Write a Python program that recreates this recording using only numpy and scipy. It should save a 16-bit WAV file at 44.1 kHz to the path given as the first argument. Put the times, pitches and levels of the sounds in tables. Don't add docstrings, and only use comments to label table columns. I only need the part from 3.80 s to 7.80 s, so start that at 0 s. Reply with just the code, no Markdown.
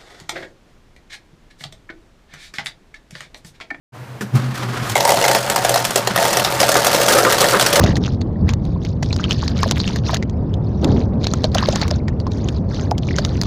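import sys
import numpy as np
from scipy import signal
from scipy.fft import rfft, irfft
from scipy.io import wavfile
from scipy.ndimage import uniform_filter1d

SR = 44100
rng = np.random.default_rng(int(sys.argv[2]) if len(sys.argv) > 2 else 0)


def unload_audio(sound):
    columns = np.transpose(np.atleast_2d(sound))
    steps = np.round(np.clip(columns, -1, 1) * 32767)
    wavfile.write(sys.argv[1], SR, steps.astype(np.int16))


N = 176400

# pitch_hz, level_db
ROOM_COLOUR = [(25, -25), (90, 10.5), (1400, 0.5), (3500, -12), (15000, -25.5)]
# pitch_hz, level_db, fade_s (time to fall 60 dB)
ALCOVE_NOTES = [(575.8, -2, 0.14), (710, -11.5, 0.34), (909, 4, 0.14)]
# pitch_hz, level_db, fade_s
SWITCH_NOTES = [(204, -2.5, 0.064), (448, 0, 0.014), (1490, -1, 0.0064)]
# time_s, level_db
MOTOR_LEVELS = [(.5, -58), (.59, -18.5), (.73, -21), (.76, -34), (.91, -21), (.95, -33), (1.025, -20),
                (1.06, -41), (1.125, -18), (1.17, -36), (4.0, -34)]
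# time_s, level_db
CHURN_LEVELS = [(.52, -52), (.56, -29.5), (.73, -32), (.755, -29), (1.0, -26), (1.15, -30), (4.0, -22)]
# pitch_hz, level_db
CHURN_COLOUR = [(25, -15), (180, -2), (300, -6), (900, -8.5), (1250, -4.5), (2300, -13.5), (4500, -18.5),
                (15000, -37.5)]
# time_s, level_db
SCRAPE_LEVELS = [(.74, -54), (.76, -29.5), (.85, -64), (1.08, -35), (1.11, -24), (1.15, -38)]
# start_s, relative_level_db
TRAY_HITS = [(2.953, -13.5), (3.296, -17), (3.35, -14), (3.368, -15), (3.384, -14.5), (3.449, -10.5),
             (3.611, -14), (3.726, -18), (3.739, -12)]
# pitch_hz, level_db, fade_s
TRAY_NOTES = [(328, -4, 0.041), (449, 6.5, 0.032), (542, 7, 0.044), (910, 1, 0.027), (1140, 1.5, 0.036),
              (1300, 8, 0.024), (1740, 2, 0.015)]
# time_s, clink_db, relative_cup_db
RATTLE_LEVELS = [(1.14, -38, -13), (1.17, -26, -17.5), (1.24, -29, -24), (1.27, -25.5, -19),
                 (1.55, -23.5, -19), (1.6, -24.5, -25.5), (1.69, -29.5, -24.5), (1.97, -24, -22.5),
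                 (2.14, -32.5, -40), (2.18, -22, -20.5), (2.24, -36, -32), (2.35, -36, -48),
                 (2.39, -24, -18), (2.5, -23, -20), (2.63, -26.5, -27), (2.78, -27, -25),
                 (2.88, -21.5, -23.5), (3.25, -21, -19), (3.31, -16.5, -18), (3.42, -23.5, -20),
                 (3.6, -22, -22), (3.91, -25, -26), (4.0, -23.5, -14.5)]
# pitch_hz, level_db, fade_s
CUP_NOTES = [(455, -8.5, 0.014), (557, -2.5, 0.02), (703, 0.5, 0.019), (775, 0, 0.023), (888, -4, 0.028),
             (1480, -8.5, 0.0047), (2040, -9, 0.017)]
# pitch_hz, level_db
CRACK_COLOUR = [(120, -22.5), (1300, 0), (2400, -5), (5600, -4), (8000, -7.5), (15500, -14)]
# start_s, relative_crack_db, knock_db
LANDINGS = [(1.1542, -13.5, -6.5), (1.1636, -15, -12), (1.206, -12, -19), (1.2514, -10.5, -7),
            (1.2768, -13.5, -16), (1.2915, -12, -7.5), (1.3039, -13, -9.5), (1.3187, -12.5, -15),
            (1.372, -14.5, -11), (1.4135, -18.5, -15), (1.4395, -28, -10), (1.4498, -15, -10),
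            (1.4801, -12.5, -15), (1.4985, -36, -14), (1.513, -21, -17), (1.5486, -12, -10.5),
            (1.699, -10, -29), (1.7604, -10, -8.5), (1.778, -26, -19), (1.8477, -13, -8.5),
            (1.8932, -9.5, -10.5), (1.9417, -10.5, -43), (1.958, -13.5, -7.5), (2.0502, -10.5, -24),
            (2.1063, -17.5, -18), (2.158, -6, -7.5), (2.2728, -11.5, -9.5), (2.36, -9.5, -11),
            (2.3755, -32, -11), (2.4248, -16, -34), (2.452, -14.5, -13), (2.5304, -14.5, -37),
            (2.57, -8, -8.5), (2.5963, -14, -15), (2.6472, -9, -15), (2.7228, -19, -16.5),
            (2.8014, -8.5, -15), (2.8141, -12, -8.5), (2.8305, -14, -9.5), (2.89, -10, -6.5),
            (2.9165, -14, -40), (2.952, -20, -8), (2.9676, -15, -29), (3.0463, -10, -17),
            (3.0678, -10, -16), (3.1299, -13.5, -22), (3.1465, -12, -11.5), (3.2139, -14, -21),
            (3.281, -16, -10), (3.3234, -13, -13.5), (3.3315, -11, -32), (3.384, -12.5, -33),
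            (3.4312, -18, -12), (3.4948, -17, -26), (3.5235, -8, -36), (3.5815, -13.5, -22),
            (3.6053, -9.5, -24), (3.6148, -10, -14), (3.6414, -13.5, -12.5), (3.6855, -12.5, -26),
            (3.6965, -19, -30), (3.7966, -10.5, -12), (3.8099, -9, -16), (3.825, -15, -16),
            (3.8628, -7, -20), (3.9285, -10.5, -15), (3.9573, -7, -41), (3.964, -16, -17),
            (3.9892, -26, -14), (3.9958, -8.5, -31)]

POUR_START_S = LANDINGS[0][0]
HIT_SAMPLES = 6000
TIME_S, HIT_TIME_S = np.arange(N) / SR, np.arange(HIT_SAMPLES) / SR


def undb(db):
    return 10 ** (np.asarray(db) / 20)


def unit(x):
    return x / np.sqrt(np.mean(x ** 2) + 1e-18)


def burst(x, db, samples=260):
    return x * undb(db) / np.sqrt(uniform_filter1d(x ** 2, samples).max() + 1e-18)


def curve(table, column=1):
    table = np.array(table)
    return np.interp(TIME_S, table[:, 0], table[:, column])


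def add(out, start_s, x):
    i = int(np.clip(start_s * SR, 0, N - 1))
    out[i:i + len(x)] += x[:N - i]


def wander(steps_per_s):
    return np.interp(TIME_S * steps_per_s, np.arange(400), rng.standard_normal(400))


def colour(points, size=2048):
    hz, db = np.array(points).T
    grid_hz = np.arange(size // 2 + 1) * SR / size + 1
    gain = undb(np.interp(np.log(grid_hz), np.log(hz), db))
    cepstrum = irfft(np.log(gain))
    cepstrum[1:size // 2] *= 2
    cepstrum[size // 2 + 1:] = 0
    return irfft(np.exp(rfft(cepstrum)))


def through(x, response):
    return signal.fftconvolve(x, response)[:len(x)]


def ring(notes, pitch_ratio=1, spread_db=3):
    hz, db, fade_s = np.array(notes).T[:, :, None]
    gain = undb(db + spread_db * rng.standard_normal(hz.shape)) * rng.choice([-1, 1], hz.shape)
    fade = np.exp(-np.log(1000) * HIT_TIME_S / fade_s)
    return (gain * fade * np.cos(2 * np.pi * hz * pitch_ratio * HIT_TIME_S)).sum(0)


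def contact(snap_s, rise_s=0.00033, tick_s=0.00072):
    t = HIT_TIME_S
    noise, click_size = rng.standard_normal((2, HIT_SAMPLES))
    tick = np.exp(-t / tick_s)
    rise = 1 - np.exp(-t / rise_s)
    snap = np.exp(-(t / snap_s) ** 2)
    crumble = undb(-14) * np.exp(-t / (3 * snap_s))
    return noise * np.exp(0.36 * click_size) * (tick + rise * (snap + crumble))


def background(hum_hz=120, fan_hz=129):
    pitches_hz = [hz * (1 + 0.011 * wander(8.2)) for hz in (hum_hz, fan_hz)]
    hum = sum(np.sin(2 * np.pi * np.cumsum(hz) / SR) for hz in pitches_hz)
    air = through(rng.standard_normal(N), colour(ROOM_COLOUR))
    return undb(-35) * unit(hum) + undb(-38) * unit(air)


def alcove(x, echo_db, fade_s=0.15, delay_s=0.0042, dull_hz=7000, samples=16000):
    t = np.arange(samples) / SR
    echoes = unit(rng.standard_normal(samples) * np.exp(-np.log(1000) * t / fade_s) * (t > delay_s))
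    notes = unit(np.pad(ring(ALCOVE_NOTES, spread_db=-5), (0, samples - HIT_SAMPLES)))
    tail = (echoes + undb(-15.5) * notes) / np.sqrt(samples)
    tail = signal.sosfilt(signal.butter(1, dull_hz, fs=SR, output="sos"), tail)
    return x + undb(echo_db) * through(x, tail)


def clicks(switch_s=0.409, clutch_s=0.553):
    out = np.zeros(N)
    add(out, switch_s, burst(through(contact(0.017), ring(SWITCH_NOTES)), db=-20.5))
    add(out, switch_s, burst(through(contact(0.027), colour(CRACK_COLOUR)), db=-33))
    add(out, clutch_s, burst(through(contact(0.023), colour(CRACK_COLOUR)), db=-28))
    return out


def motor(thump_at_s=0.559, thump_width_s=0.02, thump_hz=125.6, hum_hz=122.2, cabinet_hz=219.3):
    buzz = undb(-13) * unit(through(rng.standard_normal(N), ring([(cabinet_hz, 0, 0.06)])))
    t = TIME_S - thump_at_s
    thump = undb(-4) * np.exp(-(t / thump_width_s) ** 2) * (np.sin(2 * np.pi * thump_hz * t) + buzz)
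    phase = 2 * np.pi * np.cumsum(hum_hz * (1 + 0.0488 * wander(21.86))) / SR
    hum = unit(np.sin(phase) + undb(-22.5) * np.sin(2 * phase) + buzz)
    hum *= undb(curve(MOTOR_LEVELS) + 2 * wander(45))
    return thump + hum * (TIME_S > MOTOR_LEVELS[0][0])


def chute(flutter_db=3.5):
    grit = rng.standard_normal(N) * undb(3.6 * wander(90) + 2.7 * rng.standard_normal(N))
    scrape = unit(through(grit * undb(flutter_db * wander(140)), colour(CRACK_COLOUR)))
    scrape *= undb(curve(SCRAPE_LEVELS)) * (TIME_S > SCRAPE_LEVELS[0][0]) * (TIME_S < POUR_START_S)
    churn = unit(through(grit, colour(CHURN_COLOUR))) * undb(curve(CHURN_LEVELS))
    return scrape + churn * (TIME_S > CHURN_LEVELS[0][0])


def spilled_cubes(gap_s=0.012, first_db=3, loss_db=3):
    out = np.zeros(N)
    for start_s, db in TRAY_HITS:
        for bounce in range(4):
            tray = ring(TRAY_NOTES, pitch_ratio=np.exp(0.053 * rng.standard_normal()))
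            hit = through(contact(snap_s=0.0058), tray)
            add(out, start_s, burst(hit, db + first_db - bounce * loss_db, samples=440))
            start_s += gap_s * (0.5 + rng.random())
    return out


def stir(boost_db=6, settle_s=0.025):
    starts_s = np.sort(np.array(LANDINGS)[:, 0])
    since_s = np.abs(TIME_S - starts_s[np.searchsorted(starts_s, TIME_S) - 1])
    return undb(boost_db * np.exp(-since_s / settle_s))


def pile_rattle(hits_per_s=260, choices=32):
    clinks, cup = np.zeros(N), np.zeros(N)
    first_s, end_s = RATTLE_LEVELS[0][0], N / SR
    stock = [(burst(ice_crack(snap_s=0.0036), 0), burst(cup_knock(s, snap_s=0.0017), 0))
             for s in np.linspace(first_s, end_s, choices * 8)]
    chances, sizes = rng.random((1600, 2)), rng.standard_normal((1600, 2))
    for k, ((delay, pick), (clink_size, knock_size)) in enumerate(zip(chances, sizes)):
        start_s = POUR_START_S + (k + 4 * delay) / hits_per_s
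        if start_s < end_s:
            filled = (start_s - first_s) / (end_s - first_s)
            clink, knock = stock[int(filled * (len(stock) - choices) + pick * choices)]
            add(clinks, start_s, clink * undb(2.5 * clink_size))
            add(cup, start_s, knock * undb(2 * knock_size))
    clinks = unit(clinks * stir()) * undb(curve(RATTLE_LEVELS, column=1))
    cup = unit(cup * stir()) * undb(curve(RATTLE_LEVELS, column=2) - 1.5)
    return clinks + cup


def cup_knock(start_s, snap_s, sink_per_s=0.093, scatter_per_s=0.059):
    filling_s = start_s - POUR_START_S
    scatter = (0.015 + scatter_per_s * filling_s) * rng.standard_normal()
    pitch_ratio = np.exp(scatter - sink_per_s * filling_s)
    return through(contact(snap_s), ring(CUP_NOTES, pitch_ratio))


def ice_crack(snap_s, low_hz=2600, high_hz=13000, fade_s=0.014):
    crunch = contact(snap_s)
    notes = [(hz, 0, fade_s) for hz in low_hz * (high_hz / low_hz) ** rng.random(12)]
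    own_colour = colour([(hz, db + 2.5 * rng.standard_normal()) for hz, db in CRACK_COLOUR])
    ringing = unit(through(crunch, ring(notes)))
    return through(unit(crunch) + undb(-9) * ringing, own_colour)


def falling_cubes(growth_per_s=0.19, knock_lag_s=0.00123):
    out = np.zeros(N)
    for start_s, crack_db, knock_db in LANDINGS:
        snap_s = 0.005 * (1 + growth_per_s * (start_s - POUR_START_S))
        add(out, start_s, burst(ice_crack(snap_s), crack_db - 0.5))
        knock = cup_knock(start_s, snap_s=0.0015)
        add(out, start_s + knock_lag_s, burst(knock, knock_db, samples=350))
    return out


def scene():
    clicking, drone = clicks(), motor()
    pour = alcove(clicking + chute() + falling_cubes() + spilled_cubes(), echo_db=-8.5)
    pile = alcove(pile_rattle(), echo_db=-5.5)
    return (pour + pile + drone + background())[None]


def record(dry, start_s=0.1207, fade_in_s=0.03, drive=0.97, top_hz=15300):
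    fade_in = np.clip((TIME_S - start_s) / fade_in_s, 0, 1)
    rounded = np.tanh(drive * dry * fade_in) / drive
    return signal.sosfilt(signal.ellip(10, 0.2, 80, top_hz, fs=SR, output="sos"), rounded)


dry = scene()
out = record(dry)
unload_audio(out)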